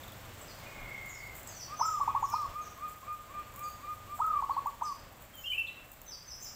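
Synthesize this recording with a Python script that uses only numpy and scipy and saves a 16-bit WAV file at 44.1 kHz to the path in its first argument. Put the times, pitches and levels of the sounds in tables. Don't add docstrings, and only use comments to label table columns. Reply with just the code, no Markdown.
import sys
import numpy as np
from scipy import signal
from scipy.fft import rfft, irfft, next_fast_len
from scipy.io import wavfile

SR = 44100
rng = np.random.default_rng(int(sys.argv[2]) if len(sys.argv) > 2 else 0)


def transcribe(u):
    v = np.clip(np.atleast_2d(u).T, -1, 1)
    q = np.round(v * 32767).astype(np.int16)
    wavfile.write(sys.argv[1], SR, q)


def gain_from_db(level_db):
    decades = np.asarray(level_db, float) / 20
    return 10 ** decades


N = 288855

# time in seconds, street level in dB.
STREET_FADE = [
    (0, -58),
    (.5, -57.5),
    (1.4, -60),
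    (2.3, -59),
    (2.8, -61.5),
    (4.6, -61),
    (5.1, -63.5),
    (6.55, -64.5),
]
# frequency in Hz, density in dB per Hz.
STREET_COLOUR = [(35, -21), (60, -1), (111, -3), (165, -4.5), (446, -9.5), (534, -5), (663, -5.5),
                 (935, -8.5), (1120, -6.5), (1290, -9), (2310, -12.5), (3890, -21.5), (4500, -21.5),
                 (5850, -52.5), (9900, -120)]
# frequency in Hz, density in dB per Hz.
HISS_COLOUR = [(2060, -5.5), (3500, 2), (3900, -4), (4970, -2.5), (7650, -2), (9500, -15), (15100, -8),
               (16000, 14)]
STREET_MEAN_DB, HISS_DB = -61, -76
HISS_FOLLOWS = 1.24

# time in seconds, level in dB.
MOTOR_LOAD = [
    (0, 1.5),
    (2.5, 1.5),
    (2.75, -9),
    (4.3, 1.5),
    (4.9, -7.5),
    (6.55, -5.5),
]
# time in seconds, level in dB.
HAND_THUMPS = [
    (.84, -51),
    (2.22, -54),
    (2.5, -51),
    (4.38, -50),
    (5.03, -54),
]
MOTOR_HZ, MOTOR_SWAY_DB = 23.6, 2.5
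RUMBLE_DB, FOURTH_DB, FIFTH_DB = -60.5, -62.5, -64
RUMBLE_FOLLOWS = 0.2

# time in seconds, dying time in seconds, level in dB.
PERCH_SHUFFLES = [(.03, .02, -56), (.4, .1, -59), (1.07, .12, -60), (1.37, 0.072, -50.5), (1.47, .12, -56),
                  (1.86, 0.086, -53.5), (2.05, .05, -60), (2.28, .08, -60), (2.9, .04, -55),
                  (3.14, .05, -60), (3.57, .1, -54.5), (4.17, 0.036, -51), (4.27, .02, -59),
                  (4.67, .05, -62), (5.23, 0.032, -57), (5.36, .05, -59), (5.52, 0.063, -54.5),
                  (5.93, .04, -57), (6.43, 0.066, -57)]
RUSTLE_DB, SHUFFLE_RISE_S = -60.5, 0.03
RUSTLE_FOLLOWS = 0.62
CLATTER_DB = 2

# start in seconds, length in seconds, start Hz, end Hz, level in dB.
NEAR_PIPS = [
    (.032, 0.013, 3810, 3180, -51.5),
    (.077, 0.015, 3920, 3380, -54.5),
    (.12, .014, 3560, 3300, -56),
    (.41, 0.015, 8050, 7300, -51.5),
    (5.667, 0.023, 3660, 3300, -51.5),
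]

# time in seconds, peak level in dB, level of the dull part in dB.
WIRE_TICKS = [(0.079, -39, -3), (.1201, -38, -15), (1.0595, -41, -4), (1.3523, -40, -1), (1.4305, -38, -3),
              (1.4734, -36, 5.5), (2.3002, -33.5, -10), (2.4194, -47, 3), (2.7765, -42, -11),
              (2.895, -45, 0), (2.986, -45, -9), (3.1278, -44, -6), (3.5389, -41, -5), (3.5603, -33, -7.5),
              (3.5674, -39, -15), (3.5926, -31.5, -9), (3.685, -35, -17), (3.7035, -39, -18),
              (3.921, -47, -12), (4.1756, -43, -4), (4.2652, -37, -12), (4.6686, -38, -3),
              (5.1257, -46, -26), (5.222, -42, -4), (5.3542, -35, -26), (5.5244, -42, -12),
              (5.8616, -48, -20), (5.9174, -35, -10), (6.016, -34.5, -8)]
TICK_HZ = 14100

# start in seconds, length in seconds, start Hz, end Hz, level in dB.
FAR_CHIRPS = [(.40, .041, 8350, 7070, -64), (.45, .03, 6270, 5800, -67), (.47, .04, 5200, 4170, -66),
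              (1.11, 0.045, 5840, 5270, -62.5), (1.16, 0.05, 5040, 4470, -65.5),
              (1.46, 0.041, 7800, 6080, -57), (2.205, 0.04, 7080, 6700, -51.5),
              (2.235, 0.027, 6430, 5280, -53), (2.30, 0.031, 6390, 4830, -49),
              (2.34, 0.014, 4760, 3920, -58), (2.61, 0.013, 7000, 6420, -58),
              (2.635, 0.027, 6260, 4730, -67), (3.62, .019, 8220, 6500, -61),
              (3.635, 0.038, 4830, 4420, -62), (4.505, .04, 4580, 4030, -65),
              (4.82, 0.027, 8800, 6400, -63), (4.83, .025, 6250, 5700, -56), (4.84, 0.035, 5530, 4430, -53),
              (5.365, 0.032, 7240, 6600, -57), (5.395, .034, 6250, 5260, -64.5),
              (5.665, .009, 4320, 3520, -52), (5.68, 0.0218, 2340, 1860, -62),
              (6.065, 0.017, 4130, 3300, -59)]
# start in seconds,
# length in seconds, start Hz, end Hz, level in dB.
SPARROW_CHEEPS = [(1.075, 0.03, 7370, 6430, -50), (1.47, 0.065, 5100, 4160, -61),
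                  (1.545, 0.08, 5990, 4510, -48.5), (1.765, .054, 6235, 5000, -46.5),
                  (1.845, 0.032, 7500, 6550, -47.5), (4.14, 0.032, 8290, 7420, -62),
                  (5.36, .046, 15000, 13300, -59), (6.062, .068, 6165, 4580, -53),
                  (6.26, .058, 6210, 5060, -48.5), (6.405, 0.065, 6200, 4830, -48),
                  (6.41, 0.027, 7370, 6680, -49.5), (6.415, 0.031, 15000, 13500, -52.5)]
HOLD_PER_S = 22.0

TRILL_START_S, TRILL_RISE_S, TRILL_HOLD_S, TRILL_FALL_S = .62, .2, 0.42, 0.16
TRILL_DB, TRILL_ENTRY_DB, TRILL_EXIT_DB = -45.5, -12, -22
SYLLABLE_HZ, SYLLABLE_SAG_HZ_PER_S, SYLLABLES_PER_S = 2155, 91.2, 32

# start in seconds, length in seconds, start Hz, end Hz, level in dB.
WHISTLE_NOTES = [
    (5.333, 0.085, 3260, 3010, -56),
    (5.435, 0.059, 2670, 2960, -44),
    (5.455, 0.04, 3267, 3072, -42.5),
    (5.49, 0.064, 3144, 2896, -38),
    (5.518, .045, 2246, 2710, -39),
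    (5.577, 0.028, 2727, 2738, -32),
    (.66, .066, 2445, 2478, -57),
    (.77, .075, 2440, 2374, -61),
]
# multiple of the pitch, level in dB.
WHISTLE_OVERTONES = [
    (2, -39),
    (4, -29.5),
    (5, -28),
]

# start in seconds, swell delay in seconds, top pitch in Hz, level in dB.
ANSWER_NOTES = [(1.663, .071, 1263, -40.5), (2.014, 0.086, 1268, -38.5), (2.26, 0.088, 1251, -35),
                (2.503, 0.095, 1247, -37), (2.76, 0.093, 1243, -36.5), (3.013, 0.101, 1242, -36.5),
                (3.27, 0.12, 1224, -36.5), (3.528, 0.1263, 1221, -36.5), (3.785, 0.12, 1226, -37.5),
                (4.042, 0.095, 1226, -40), (4.30, 0.068, 1227, -36)]
ANSWER_AFTER_S = 0.0439

# start in seconds, length in seconds, top pitch in Hz, onset pop in dB, body in dB.
COO_NOTES = [(1.797, .23, 1284, -22, -34), (1.995, 0.043, 1163, -31.5, -25),
             (2.071, 0.038, 1142, -22.5, -28.5), (2.142, 0.04, 1150, -23, -26),
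             (2.221, 0.037, 1149, -24, -26), (2.328, .135, 1265, -23.5, -36),
             (4.188, 0.22, 1274, -25.5, -31.5), (4.416, 0.035, 1143, -28, -28),
             (4.488, 0.035, 1142, -26, -26.5), (4.559, 0.037, 1140, -27.5, -27.5),
             (4.651, 0.048, 1170, -27, -29.5), (4.81, 0.12, 1242, -26, -38)]
COO_START_HZ, ROLL_HZ = 837, 33.03
COO_FADE_DB, CLOSING_SWELL_DB = -6.5, 5
DROOP_HZ, DROOP_S = 89, 0.0048
# delay in seconds, level in dB.
NEAR_ECHOES = [
    (.0065, -15.5),
    (.017, -17),
]

PORCH_T60_S, YARD_T60_S = 0.62, 0.62
CUTOFF_HZ = 15830


def in_time(rows):
    s, *columns = np.transpose(rows)
    return [np.interp(np.arange(N) / SR, s, c) for c in columns]


def rms_one(x):
    return x / np.sqrt(np.mean(x ** 2) + 1e-20)


def drift(rate):
    points = rng.standard_normal(1000)
    return np.interp(np.arange(N) / SR * rate, np.arange(len(points)), points)


def band(x, low_hz, high_hz):
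    return signal.sosfilt(signal.butter(2, [low_hz, min(high_hz, .45 * SR)], "band", fs=SR, output="sos"), x)


def add(out, s, note):
    at = round(s * SR)
    out[at:at + len(note)] += note[:N - at]


def tone(hz, edge_s, multiple=1):
    t = np.arange(len(hz)) / SR
    ends = np.sin(np.pi / 2 * np.clip(np.minimum(t, t[-1] - t) / edge_s, 0, 1)) ** 2
    return np.sqrt(2) * ends * np.sin(2 * np.pi * multiple * np.cumsum(hz) / SR)


def bursts(rows, floor_db, rise_s):
    t, power = np.arange(N) / SR, gain_from_db(2 * floor_db)
    for s, dies_s, db in rows:
        away = np.where(t < s, (s - t) / rise_s, (t - s) / dies_s)
        power = power + gain_from_db(2 * db) * np.exp(-2 * away)
    return np.sqrt(power)


def coloured(spectrum, patchy_db):
    size = next_fast_len(N)
    log_hz = np.log(np.maximum(np.arange(size // 2 + 1) * SR / size, 1))
    knots, level_db = np.log(np.array(spectrum)[:, 0]), np.array(spectrum)[:, 1]
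    shaped = rfft(rng.standard_normal(size)) * gain_from_db(np.interp(log_hz, knots, level_db, left=-99, right=-99))
    together, out = drift(14.0), 0
    for mask in np.eye(len(knots)):
        flicker = gain_from_db(patchy_db * (1.44 * together + 0.67 * drift(6.0)))
        out = out + flicker * irfft(shaped * np.interp(log_hz, knots, mask), size)[:N]
    return rms_one(out)


def street_and_hiss(street_db, turn_db):
    street = gain_from_db(street_db + 7) * coloured(STREET_COLOUR, patchy_db=1.0)
    hiss = gain_from_db(HISS_DB + HISS_FOLLOWS * turn_db + 15.5) * coloured(HISS_COLOUR, patchy_db=0.37)
    return street + hiss


def motor():
    load_db, = in_time(MOTOR_LOAD)
    hz = MOTOR_HZ * (1 + 0.0317 * drift(3.4))
    fourth = gain_from_db(FOURTH_DB + MOTOR_SWAY_DB * drift(6.0))
    fifth = gain_from_db(FIFTH_DB + MOTOR_SWAY_DB * drift(6.0))
    orders = fourth * tone(hz, .001, multiple=4) + fifth * tone(hz, .001, multiple=5)
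    thumps = [(s, .06, db) for s, db in HAND_THUMPS]
    rumble_gain = bursts(thumps, RUMBLE_DB + RUMBLE_FOLLOWS * load_db, rise_s=.06)
    rumble = rumble_gain * rms_one(band(rng.standard_normal(N), 20.3, 66.6))
    return gain_from_db(load_db) * orders + rumble


def rustle(turn_db):
    born = rng.random(N) < 900 / SR * gain_from_db(6.5 * drift(22.0))
    crackle_size = gain_from_db(2.1 * np.minimum(rng.exponential(1, N), 4))
    crackles = born * crackle_size * rng.choice([-1, 1], N)
    grain = rms_one(crackles) + gain_from_db(4) * rng.standard_normal(N)
    throb = np.sin(2 * np.pi * MOTOR_HZ * np.arange(N) / SR + 1.1)
    shuffles = bursts(PERCH_SHUFFLES, RUSTLE_DB + RUSTLE_FOLLOWS * turn_db, SHUFFLE_RISE_S)
    bright = band(grain, 13180, 18300) + gain_from_db(-1.0) * band(grain, 7100, 8360)
    return gain_from_db(CLATTER_DB * throb) * shuffles * rms_one(bright)


def glides(rows, overtones, edge_s, flutter_db, stepped, waver, swell_db, bend, hold_per_s=0):
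    out, unsteady = np.zeros(N), 1 + waver * drift(140.0)
    for s, length, start_hz, end_hz, level_db in rows:
        way = np.linspace(0, 1, int(length * SR)) ** (bend + hold_per_s * length)
        way = way - np.clip(stepped, 0, 1) * np.sin(2 * np.pi * way) / (2 * np.pi)
        hz = (start_hz + (end_hz - start_hz) * way) * unsteady[round(s * SR):][:len(way)]
        upper = sum(gain_from_db(db) * tone(hz, edge_s, multiple=k) for k, db in overtones)
        swell = gain_from_db(level_db + swell_db * (way - .5))
        add(out, s, swell * (tone(hz, edge_s) + upper))
    return out * gain_from_db(flutter_db * drift(110.0))


def near_pips():
    return glides(NEAR_PIPS, [], 0.0044, flutter_db=0.0, stepped=0.26, waver=0.019, swell_db=-3.0, bend=0.99)


def ticks():
    out, white = np.zeros(N), rng.standard_normal((len(WIRE_TICKS), 400))
    snap = np.exp(-np.arange(white.shape[1]) / SR / 0.0025)
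    for (s, peak_db, dull_db), noise in zip(WIRE_TICKS, white):
        bright = band(noise * snap, 1.042 * TICK_HZ, 1.7 * TICK_HZ)
        dull = gain_from_db(dull_db) * band(noise * snap, 6700, 7840)
        add(out, s, gain_from_db(peak_db + 4.0) * (bright + dull))
    return out


def small_birds():
    chirps = glides(FAR_CHIRPS, [(2, -20.0)], 0.003, flutter_db=7.5, stepped=0.46, waver=0.0156,
                    swell_db=3.5, bend=1.02)
    cheeps = glides(SPARROW_CHEEPS, [(2, -24.0)], 0.0024, flutter_db=4.5, stepped=0.26, waver=.012,
                    swell_db=3.0, bend=.7, hold_per_s=HOLD_PER_S)
    return chirps + cheeps


def trill():
    t = np.arange(N) / SR - TRILL_START_S
    corners = np.cumsum([0, TRILL_RISE_S, TRILL_HOLD_S, TRILL_FALL_S])
    level_db = TRILL_DB + np.interp(t, corners, [TRILL_ENTRY_DB, 0, 0, TRILL_EXIT_DB])
    hz = SYLLABLE_HZ - SYLLABLE_SAG_HZ_PER_S * np.clip(t - TRILL_RISE_S, 0, 1)
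    cycle = np.cumsum(SYLLABLES_PER_S + 1.46 * drift(9.1)) / SR % 1
    pulse = np.sin(np.pi * cycle) ** 3
    syllables = pulse * tone(hz + 420 * (cycle - .5), .01)
    return (t > 0) * (t < corners[-1]) * gain_from_db(level_db + 2.5) * syllables


def whistler():
    return glides(WHISTLE_NOTES, WHISTLE_OVERTONES, 0.0078, flutter_db=3.5, stepped=.05, waver=0.0085,
                  swell_db=0.5, bend=0.694)


def second_dove():
    waver = drift(60.0)
    out, husky = np.zeros(N), gain_from_db(6.7 * waver)
    for s, swell_s, top_hz, level_db in ANSWER_NOTES:
        t = np.arange(int((swell_s + ANSWER_AFTER_S) * SR)) / SR
        slide_hz = 250 * np.exp(-(t / 0.048) ** 1.474)
        droop_hz = 60 * np.exp((t - t[-1]) / .015)
        hz = top_hz + 12 * waver[round(s * SR):][:len(t)] - slide_hz - droop_hz
        soft = gain_from_db(-17) * np.clip(t / .025, 0, 1)
        slide = soft * husky[round(s * SR):][:len(t)]
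        swell = gain_from_db(level_db) * (slide + np.exp(-np.abs((t - swell_s) / 0.031) ** 2.05))
        octave = gain_from_db(level_db - 22) * np.clip(t / 0.071, 0, 1) ** 2 * tone(hz, 0.014, multiple=2)
        add(out, s, swell * tone(hz, 0.014) + octave)
    return out


def near_dove():
    out, white = np.zeros(N), rng.standard_normal((len(COO_NOTES), 2000))
    for (s, length, top_hz, pop_db, body_db), noise in zip(COO_NOTES, white):
        closing = .08 < length < .18
        fade_db = CLOSING_SWELL_DB if closing else COO_FADE_DB
        t = np.arange(int(length * SR)) / SR
        leap_s = 0.01064 + 0.0525 * length
        roll = np.clip((length - .15) / .05, 0, 1) * np.sin(2 * np.pi * ROLL_HZ * t + 1.4)

        held = 0.12 + 1.184 * length
        sag = np.clip((t / length - held) / (1 - held), 0, 1) ** 1.157
        sag_hz = min(165, 9000 * length ** 2) * sag
        droop_hz = DROOP_HZ * np.exp((t - length) / DROOP_S)
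        aim = top_hz - sag_hz + 30 * roll - droop_hz
        climb = 1 / (1 + np.exp(-(t - leap_s) / (0.21 * leap_s)))
        hz = COO_START_HZ + (aim - COO_START_HZ) * climb

        pop = gain_from_db(pop_db) * np.exp(-((t - 0.81 * leap_s) / (0.24 * leap_s)) ** 2)
        rolled_db = (3.0 + 1.4 * t / length) * roll
        opening = np.clip((t - 1.045 * leap_s) / 0.0093, 0, 1)
        body = gain_from_db(body_db + fade_db * (t / length - .5) + rolled_db) * opening
        add(out, s, (pop + body) * tone(hz, 0.004))

        puff_s = np.arange(len(noise)) / SR
        puff = noise * np.exp(-((puff_s - .02) / (.001 + 0.031 * length)) ** 2)
        add(out, s - .016, gain_from_db(pop_db + 5.0) * band(band(puff, 670, 1440), 718, 1170))
    for delay_s, echo_db in NEAR_ECHOES:
        add(out, delay_s, gain_from_db(echo_db) * out.copy())
    return out


def porch(x, onset_s, t60_s, early_db):
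    t = np.arange(int(.8 * SR)) / SR
    crowded = 1 + gain_from_db(early_db) * np.exp(-t / 0.0058)
    shape = gain_from_db(-60 * t / t60_s) * crowded * np.clip(t / onset_s - 1, 0, 1)
    tail = rng.standard_normal(len(t)) * shape
    return signal.fftconvolve(x, tail / np.sqrt(np.sum(tail ** 2)))[:N]


def scene():
    street_db, = in_time(STREET_FADE)
    turn_db = street_db - STREET_MEAN_DB
    background = street_and_hiss(street_db, turn_db)
    dove, answer, snaps, far_trill = near_dove(), second_dove(), ticks(), trill()
    chirps, pips, whistle = small_birds(), near_pips(), whistler()

    direct = gain_from_db(-0.5) * dove + gain_from_db(-2.5) * answer + snaps + pips
    direct = direct + gain_from_db(0.5) * whistle + gain_from_db(-5.0) * far_trill + gain_from_db(-8) * chirps
    near_send = gain_from_db(-14.0) * dove + gain_from_db(-10.5) * answer + gain_from_db(-4) * snaps
    far_send = gain_from_db(4) * chirps + gain_from_db(-1.5) * whistle + gain_from_db(-1.5) * far_trill + gain_from_db(-4.5) * pips
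    near_wet = porch(near_send, onset_s=0.0066, t60_s=PORCH_T60_S, early_db=2)
    far_wet = porch(far_send, onset_s=0.0021, t60_s=YARD_T60_S, early_db=-4.5)
    return (direct + near_wet + far_wet + background + motor() + rustle(turn_db))[None]


def band_limit(x):
    return signal.sosfilt(signal.butter(12, 17040, fs=SR, output="sos"), x)


def record(dry):
    top_cut = signal.cheby2(14, 50, CUTOFF_HZ * 1.01, fs=SR, output="sos")
    return band_limit(signal.sosfilt(top_cut, dry))


dry = scene()
out = record(dry)
transcribe(out)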